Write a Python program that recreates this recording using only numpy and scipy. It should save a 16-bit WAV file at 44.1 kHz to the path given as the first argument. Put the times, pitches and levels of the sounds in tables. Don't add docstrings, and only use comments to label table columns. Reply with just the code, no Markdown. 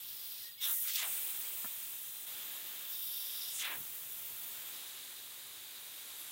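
import sys
import numpy as np
from scipy import signal
from scipy.io import wavfile

SR = 44100
rng = np.random.default_rng(int(sys.argv[2]) if len(sys.argv) > 2 else 0)


def transcribe(u):
    v = np.clip(np.atleast_2d(u).T, -1, 1)
    q = np.round(v * 32767).astype(np.int16)
    wavfile.write(sys.argv[1], SR, q)


N = 278271
TIME = np.arange(N) / SR

# t/s at GUSH_PIVOT_HZ, fall time/s per octave,
# swell width/s, lowest f/Hz, highest f/Hz, level/dB, ring of the hollow/dB, loss of sizzle/dB
GUSHES = [ (.643, 0.009, 0.021, 1300, 6500, -12.5, -44.5, -1),
          (0.684, 0.0047, 0.022, 560, 1660, -3, -46, -1), (.9, -0.019, 0.025, 1310, 8000, -7.5, -49, 3),
          (.957, -.006, 0.0049, 3800, 14000, -6, -65, -7), (1.002, 0.02, 0.026, 540, 3880, -0.5, -41.5, 8),
          (1.0, -0.0003, 0.012, 6400, 8300, 1, -65, -4), (3.62, 0.037, 0.028, 6800, 9500, -3, -50, 8),
          (3.67, 0.021, 0.033, 328, 3200, 1.5, -51, -5), (3.785, 0.0035, 0.018, 70, 203, 1, -73, -3.5), ]
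GUSH_PIVOT_HZ = 3200


def jet():
    # t/s, hiss level/dB, sizzle level/dB
    levels = [(0.0, -57, -48.5), (0.22, -57, -46), (0.48, -57, -48.5), (0.6, -59.0, -49),
              (0.63, -46.5, -41.4), (0.68, -43.5, -39.5), (0.85, -47, -37), (1.25, -50.5, -41),
              (1.5, -52, -43.5), (2.25, -53.5, -49.5), (2.28, -53.1, -48), (2.87, -55.5, -47),
              (2.91, -54.5, -41), (3.4, -53, -46.5), (4.68, -54.5, -48), (4.9, -54.9, -56),
              (5.6, -57.5, -57), (6.31, -54.5, -56)]
    # f/Hz, level/dB
    hiss_spectrum = [(3800, -28), (5000, -12.5), (6300, -5), (7200, -4.5), (8000, -1), (10000, 0),
                     (12000, -0.5), (16500, -2.5)]
    sizzle_spectrum = [(9500, -27), (11000, -8), (12000, -4), (12900, -0.5), (14000, 3), (15000, 1),
                       (16500, 8)]
    hiss_db, sizzle_db = in_time(levels)
    loss_db = sum(db * swell(s, width_s) for s, _, width_s, *_, db in GUSHES)
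    hiss = shaped_noise(hiss_spectrum, flicker_db=1.13, flicker_hz=68, bands=14)
    sizzle = shaped_noise(sizzle_spectrum, flicker_db=1.7, flicker_hz=16, bands=9)
    drops = (rng.random(N) < 200 / SR) * rng.uniform(-5, 5, N)
    ticks = keep_band(drops + 1e-18, 1500, 14000)
    sizzle_gain = from_db(sizzle_db + 2 - loss_db + 0.5 * drift(7.8))
    stream = from_db(hiss_db + 4.5) * (hiss + ticks) + sizzle_gain * sizzle
    return from_db(steam_dips_db()) * stream


def steam_dips_db():
    # start t/s, end t/s, depth/dB
    dips = [(0.446, 0.612, 8), (0.918, 0.935, 5)]
    falling, rising = 0.71, 0.084
    loss_db = np.zeros(N)
    for start, end, depth_db in dips:
        age = (TIME - start) / (end - start)
        loss_db += depth_db * np.clip(np.minimum(age / falling, (1 - age) / rising), 0, 1)
    return -loss_db


def gushes():
    # f/Hz, level/dB
    spectrum = [(100, -12), (370, -13.5), (630, -14.5), (1000, -8), (1500, -7), (2200, -2.5), (3400, -3.5),
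                (5000, -0.5), (6700, -3.5), (8600, -5), (11000, 1.5), (15000, -20)]
    gain_db, edge_db_per_octave = -28.5, 34
    edges = np.geomspace(60, 16000, 25)
    white, out = rng.standard_normal((2, N)), 0
    for k, (low, high) in enumerate(zip(edges, edges[1:])):
        hz, gain = np.sqrt(low * high), 0
        for s, fall_s, width_s, lowest_hz, highest_hz, db, *_ in GUSHES:
            octaves_outside = max(np.log2(lowest_hz / hz), np.log2(hz / highest_hz), 0)
            peak_s = s + fall_s * np.log2(GUSH_PIVOT_HZ / hz)
            gain += from_db(db - edge_db_per_octave * octaves_outside) * swell(peak_s, width_s)
        out += from_db(gain_db + at_hz(spectrum, hz)) * gain * keep_band(white[k % 2], low, high)
    return from_db(steam_dips_db()) * out


def valve_hollow():
    # t/s, level/dB
    levels = [(0.0, -56.5), (1.0, -56), (1.1, -54), (2.25, -58.0), (2.28, -53), (2.8, -55), (3.5, -51),
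              (3.85, -59.5), (4.3, -58.5), (4.75, -55.5), (5.5, -58.0), (6.31, -56.5)]
    # f/Hz, width/Hz, level/dB
    modes = [(2960, 640, -9), (3460, 640, -4.5), (3762, 680, -8)]
    hz_per_db = 10
    rise_s, rise_step_hz = 4.69, 139.5
    level_db, = in_time(levels)
    rise_hz = hz_per_db * (level_db - level_db.mean()) + rise_step_hz * (TIME > rise_s)
    ringing = sum(from_db(db) * pitched_noise(hz + rise_hz, width) for hz, width, db in modes)
    bursts = sum(from_db(ring_db) * swell(s, width_s) for s, _, width_s, *_, ring_db, _ in GUSHES)
    steady = from_db(level_db + 1.2 + 0.6 * steam_dips_db())
    flow = np.hypot(steady, from_db(steam_dips_db()) * bursts)
    return flow * from_db(1.26 * drift(61)) * ringing


def plume():
    # t/s, level/dB
    levels = [(0.0, -73.6), (0.6, -73), (0.95, -74.5), (1.1, -64), (2.1, -71), (2.25, -71), (2.28, -65.5),
              (2.85, -65.5), (3.05, -71.2), (3.4, -68), (4.1, -69.5), (4.75, -65.5), (5.3, -69.5),
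              (6.31, -67.5)]
    # f/Hz, level/dB
    spectrum = [(130, -24), (200, -11.5), (330, -3.5), (480, -5.5), (800, -3.5), (1300, -1), (2200, 1),
                (3000, 1), (4400, -0.5), (6000, -7), (8000, 0.5)]
    level_db, = in_time(levels)
    roar = shaped_noise(spectrum, flicker_db=0.7, flicker_hz=17, bands=18)
    return from_db(level_db + 12.5 + steam_dips_db()) * roar


def pitched_hisses():
    # start t/s, end t/s, f/Hz, width/Hz, start level/dB, end level/dB
    hisses = [(0, 0.513, 4850, 2000, -57.5, -57.5), (0.599, 0.697, 3590, 450, -38.5, -46),
              (0.599, .7, 5700, 900, -48, -50), (0.641, .9, 11650, 800, -38, -51),
              (0.654, .88, 10400, 1600, -41.5, -51), (1.021, 2.0, 8770, 1710, -46, -61.5),
              (1.049, 2.0, 2657, 895, -58.5, -67), (2.886, 3.554, 5180, 1170, -57, -51),
              (2.899, 3.554, 3670, 380, -56.5, -54.5), (2.956, 3.55, 11600, 1300, -49.5, -53),
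              (4.694, 4.9, 4480, 1800, -57, -67), (4.848, 6.31, 4470, 1000, -65.5, -65.5),
              (4.691, 6.31, 3760, 318, -65.5, -63.5), (6.15, 6.25, 12700, 5000, -50, -55)]
    out = np.zeros(N)
    for start, end, hz, width_hz, start_db, end_db in hisses:
        at = span(start, end)
        level = from_db(np.linspace(start_db, end_db, len(at))) * fade(len(at), edge_s=0.038)
        out[at] += level * pitched_noise(np.full(len(at), float(hz)), width_hz)
    return out * from_db(1.65 * drift(23))


def sputter():
    gushing = sum(swell(s, width_s) for s, _, width_s, *_ in GUSHES)
    uneven_db = 0.04 + 0.44 * gushing
    return from_db(uneven_db * (2.4 * drift(27) + 0.43 * drift(220)))


def near_echoes(x):
    # delay/s, level/dB
    echoes = [(.0031, -35), (.0074, -23), (0.012, -25.5)]
    return x + sum(from_db(db) * np.pad(x, (round(s * SR), 0))[:N] for s, db in echoes)


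def knock():
    # t/s, level/dB
    bumps = [(1.644, -48), (1.648, -48.5), (1.656, -52)]
    # f/Hz, level/dB, time to fade by 60 dB/s
    modes = [(150, -4.5, 0.057), (250, -1, 0.026), (644, -1, 0.039), (1050, 4.5, 0.017), (1370, 3, 0.051),
             (1610, 2.5, 0.015), (1810, 1, .02)]
    clicks, out = np.full(N, 1e-18), 0
    for s, db in bumps:
        clicks[round(s * SR)] = from_db(db)
    for k, (hz, db, ring_s) in enumerate(modes):
        decay, angle = from_db(-60 / (ring_s * SR)), 2 * np.pi * hz / SR
        ring = signal.lfilter([0, np.sin(angle)], [1, -2 * decay * np.cos(angle), decay ** 2], clicks)
        out += (-1) ** k * from_db(db) * ring
    return out


def fire():
    # t/s, level/dB
    levels = [(0.0, -76), (0.85, -82.5), (1.2, -75.4), (2.2, -80), (2.35, -75.7), (3.2, -82), (4.2, -72.5),
              (5.2, -80), (6.31, -80.5)]
    # f/Hz, level/dB
    spectrum = [(22, -26), (40, -5), (60, -11.5), (100, 6), (135, 0), (200, -3), (400, -11.5), (900, -11)]
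    level_db, = in_time(levels)
    return from_db(level_db + 1.5) * shaped_noise(spectrum, flicker_db=1.0, flicker_hz=48, bands=10)


def birds():
    # t/s, f/Hz, level/dB
    notes = [
        [(0.07, 1450, -79), (0.17, 1980, -76), (0.26, 2230, -79)],
        [(0.32, 2700, -70), (0.37, 2540, -71), (0.405, 2120, -68), (0.442, 1885, -66), (0.505, 1910, -63),
         (0.52, 1820, -75)],
        [(0.572, 2200, -74), (0.589, 2170, -62), (0.66, 2260, -61)],
        [(0.72, 2180, -63), (0.774, 1900, -61), (0.815, 1860, -65)],
        [(1.03, 2760, -68), (1.12, 2680, -78)],
        [(0.155, 5100, -64), (0.225, 4800, -68)],
        [(0.89, 5820, -61), (0.96, 5830, -63)],
        [(2.08, 4250, -72), (2.21, 4000, -65)],
        [(3.19, 3200, -69), (3.34, 2790, -70)],
    ]
    # first t/s, last t/s, spacing/s, length/s, start f/Hz, end f/Hz, level/dB
    runs = [ (0.238, .59, .0685, 0.035, 5200, 3600, -62.5), (.728, .8, .072, 0.029, 5200, 3550, -67),
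            (1.213, 1.82, .2, 0.041, 5300, 4130, -65.5), (2.41, 3.034, 0.62, 0.09, 4500, 3150, -70),
            (3.422, 3.616, .194, 0.1, 4340, 3250, -64.5), (4.358, 5.092, 0.8, 0.056, 5180, 3260, -69),
            (5.396, 6.0, 0.12, 0.032, 4900, 3380, -69), ]
    out, waver = np.zeros(N), 1 + 0.021 * drift(90)
    for curve in notes:
        at = span(curve[0][0], curve[-1][0])
        hz, db = in_time(curve)
        out[at] += from_db(db[at]) * fade(len(at), edge_s=0.008) * tone((hz * waver)[at])
    for first, last, every, length, start_hz, end_hz, db in runs:
        for start in np.arange(first, last + every / 2, every):
            at = span(start, start + length)
            hz = np.geomspace(start_hz, end_hz, len(at)) * waver[at]
            out[at] += from_db(db) * fade(len(at), edge_s=0.002) * tone(hz)
    return out


def garden(x):
    echo_s, ear_delay_s = 0.36, 0.00012
    t = TIME[:SR // 2]
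    tail = rng.standard_normal((2, len(t))) * from_db(-60 * t / echo_s)
    tail /= np.sqrt(np.sum(tail ** 2, axis=1, keepdims=True))
    direct = np.array([x, np.interp(TIME - ear_delay_s, TIME, x)])
    echo = signal.fftconvolve(x[None], tail, axes=1)[:, :N]
    return from_db(3.0) * direct + from_db(0.5) * echo


def open_air():
    # f/Hz, level/dB
    spectrum = [(25, -19), (70, 10), (130, 1), (400, 2), (700, -3), (1200, -70)]
    ears = [shaped_noise(spectrum, flicker_db=-2.0, flicker_hz=1.5, bands=8) for ear in range(2)]
    return from_db(-79.5) * np.array(ears)


def from_db(db):
    return 10 ** (np.asarray(db) / 20)


def rms_one(x):
    return x / np.sqrt(np.mean(x ** 2) + 1e-20)


def in_time(rows):
    s, *columns = np.transpose(rows)
    return [np.interp(TIME, s, c) for c in columns]


def at_hz(spectrum, hz):
    pitches, levels = np.transpose(spectrum)
    return np.interp(np.log(hz), np.log(pitches), levels)


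def drift(rate_hz):
    step, warm_up = 40, 2000
    pole = np.exp(-2 * np.pi * step * rate_hz / SR)
    white = rng.standard_normal(N // step + warm_up + 2)
    slow = signal.lfilter([1], [1, -2 * pole, pole * pole], white)[warm_up:]
    return np.interp(np.arange(N) / step, np.arange(len(slow)), rms_one(slow))


def keep_band(x, low_hz, high_hz):
    return signal.sosfilt(signal.butter(2, [low_hz, high_hz], "band", fs=SR, output="sos"), x)


def shaped_noise(spectrum, flicker_db, flicker_hz, bands):
    edges = np.geomspace(spectrum[0][0], min(spectrum[-1][0], SR / 2 - 1000), bands + 1)
    white, out = rng.standard_normal((2, N)), 0
    for k, (low, high) in enumerate(zip(edges, edges[1:])):
        level_db = at_hz(spectrum, np.sqrt(low * high)) + flicker_db * drift(flicker_hz)
        out += from_db(level_db) * keep_band(white[k % 2], low, high)
    return rms_one(out)


def pitched_noise(hz, width_hz):
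    narrow = signal.butter(3, width_hz / 2, fs=SR, output="sos")
    a, b = signal.sosfilt(narrow, rng.standard_normal((2, N))[:, :len(hz)])
    phase = 2 * np.pi * np.cumsum(hz) / SR
    return rms_one(a * np.cos(phase) + b * np.sin(phase))


def tone(hz):
    return np.sqrt(2) * np.sin(2 * np.pi * np.cumsum(hz) / SR)


def span(start, end):
    first = int(np.clip(start * SR, 0, N - 200))
    return np.arange(first, int(np.clip(end * SR, first + 200, N)))


def fade(count, edge_s):
    k = np.arange(count)
    return np.clip(np.minimum(k, k[::-1]) / (edge_s * SR), 0, 1)


def swell(middle_s, width_s):
    return np.exp(-np.minimum(((TIME - middle_s) / (2 * width_s)) ** 2, 50))


def scene():
    steam = near_echoes(sputter() * (jet() + valve_hollow() + plume() + gushes() + pitched_hisses()))
    dip = from_db(-5 * ((TIME > 2.255) & (TIME < 2.265)))
    return (steam + knock() + fire() + open_air() + garden(birds())) * dip


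def record(dry):
    cutoff_hz = 15750
    return signal.sosfilt(signal.ellip(12, 0.1, 80, cutoff_hz, fs=SR, output="sos"), dry)


dry = scene()
out = record(dry)
transcribe(out)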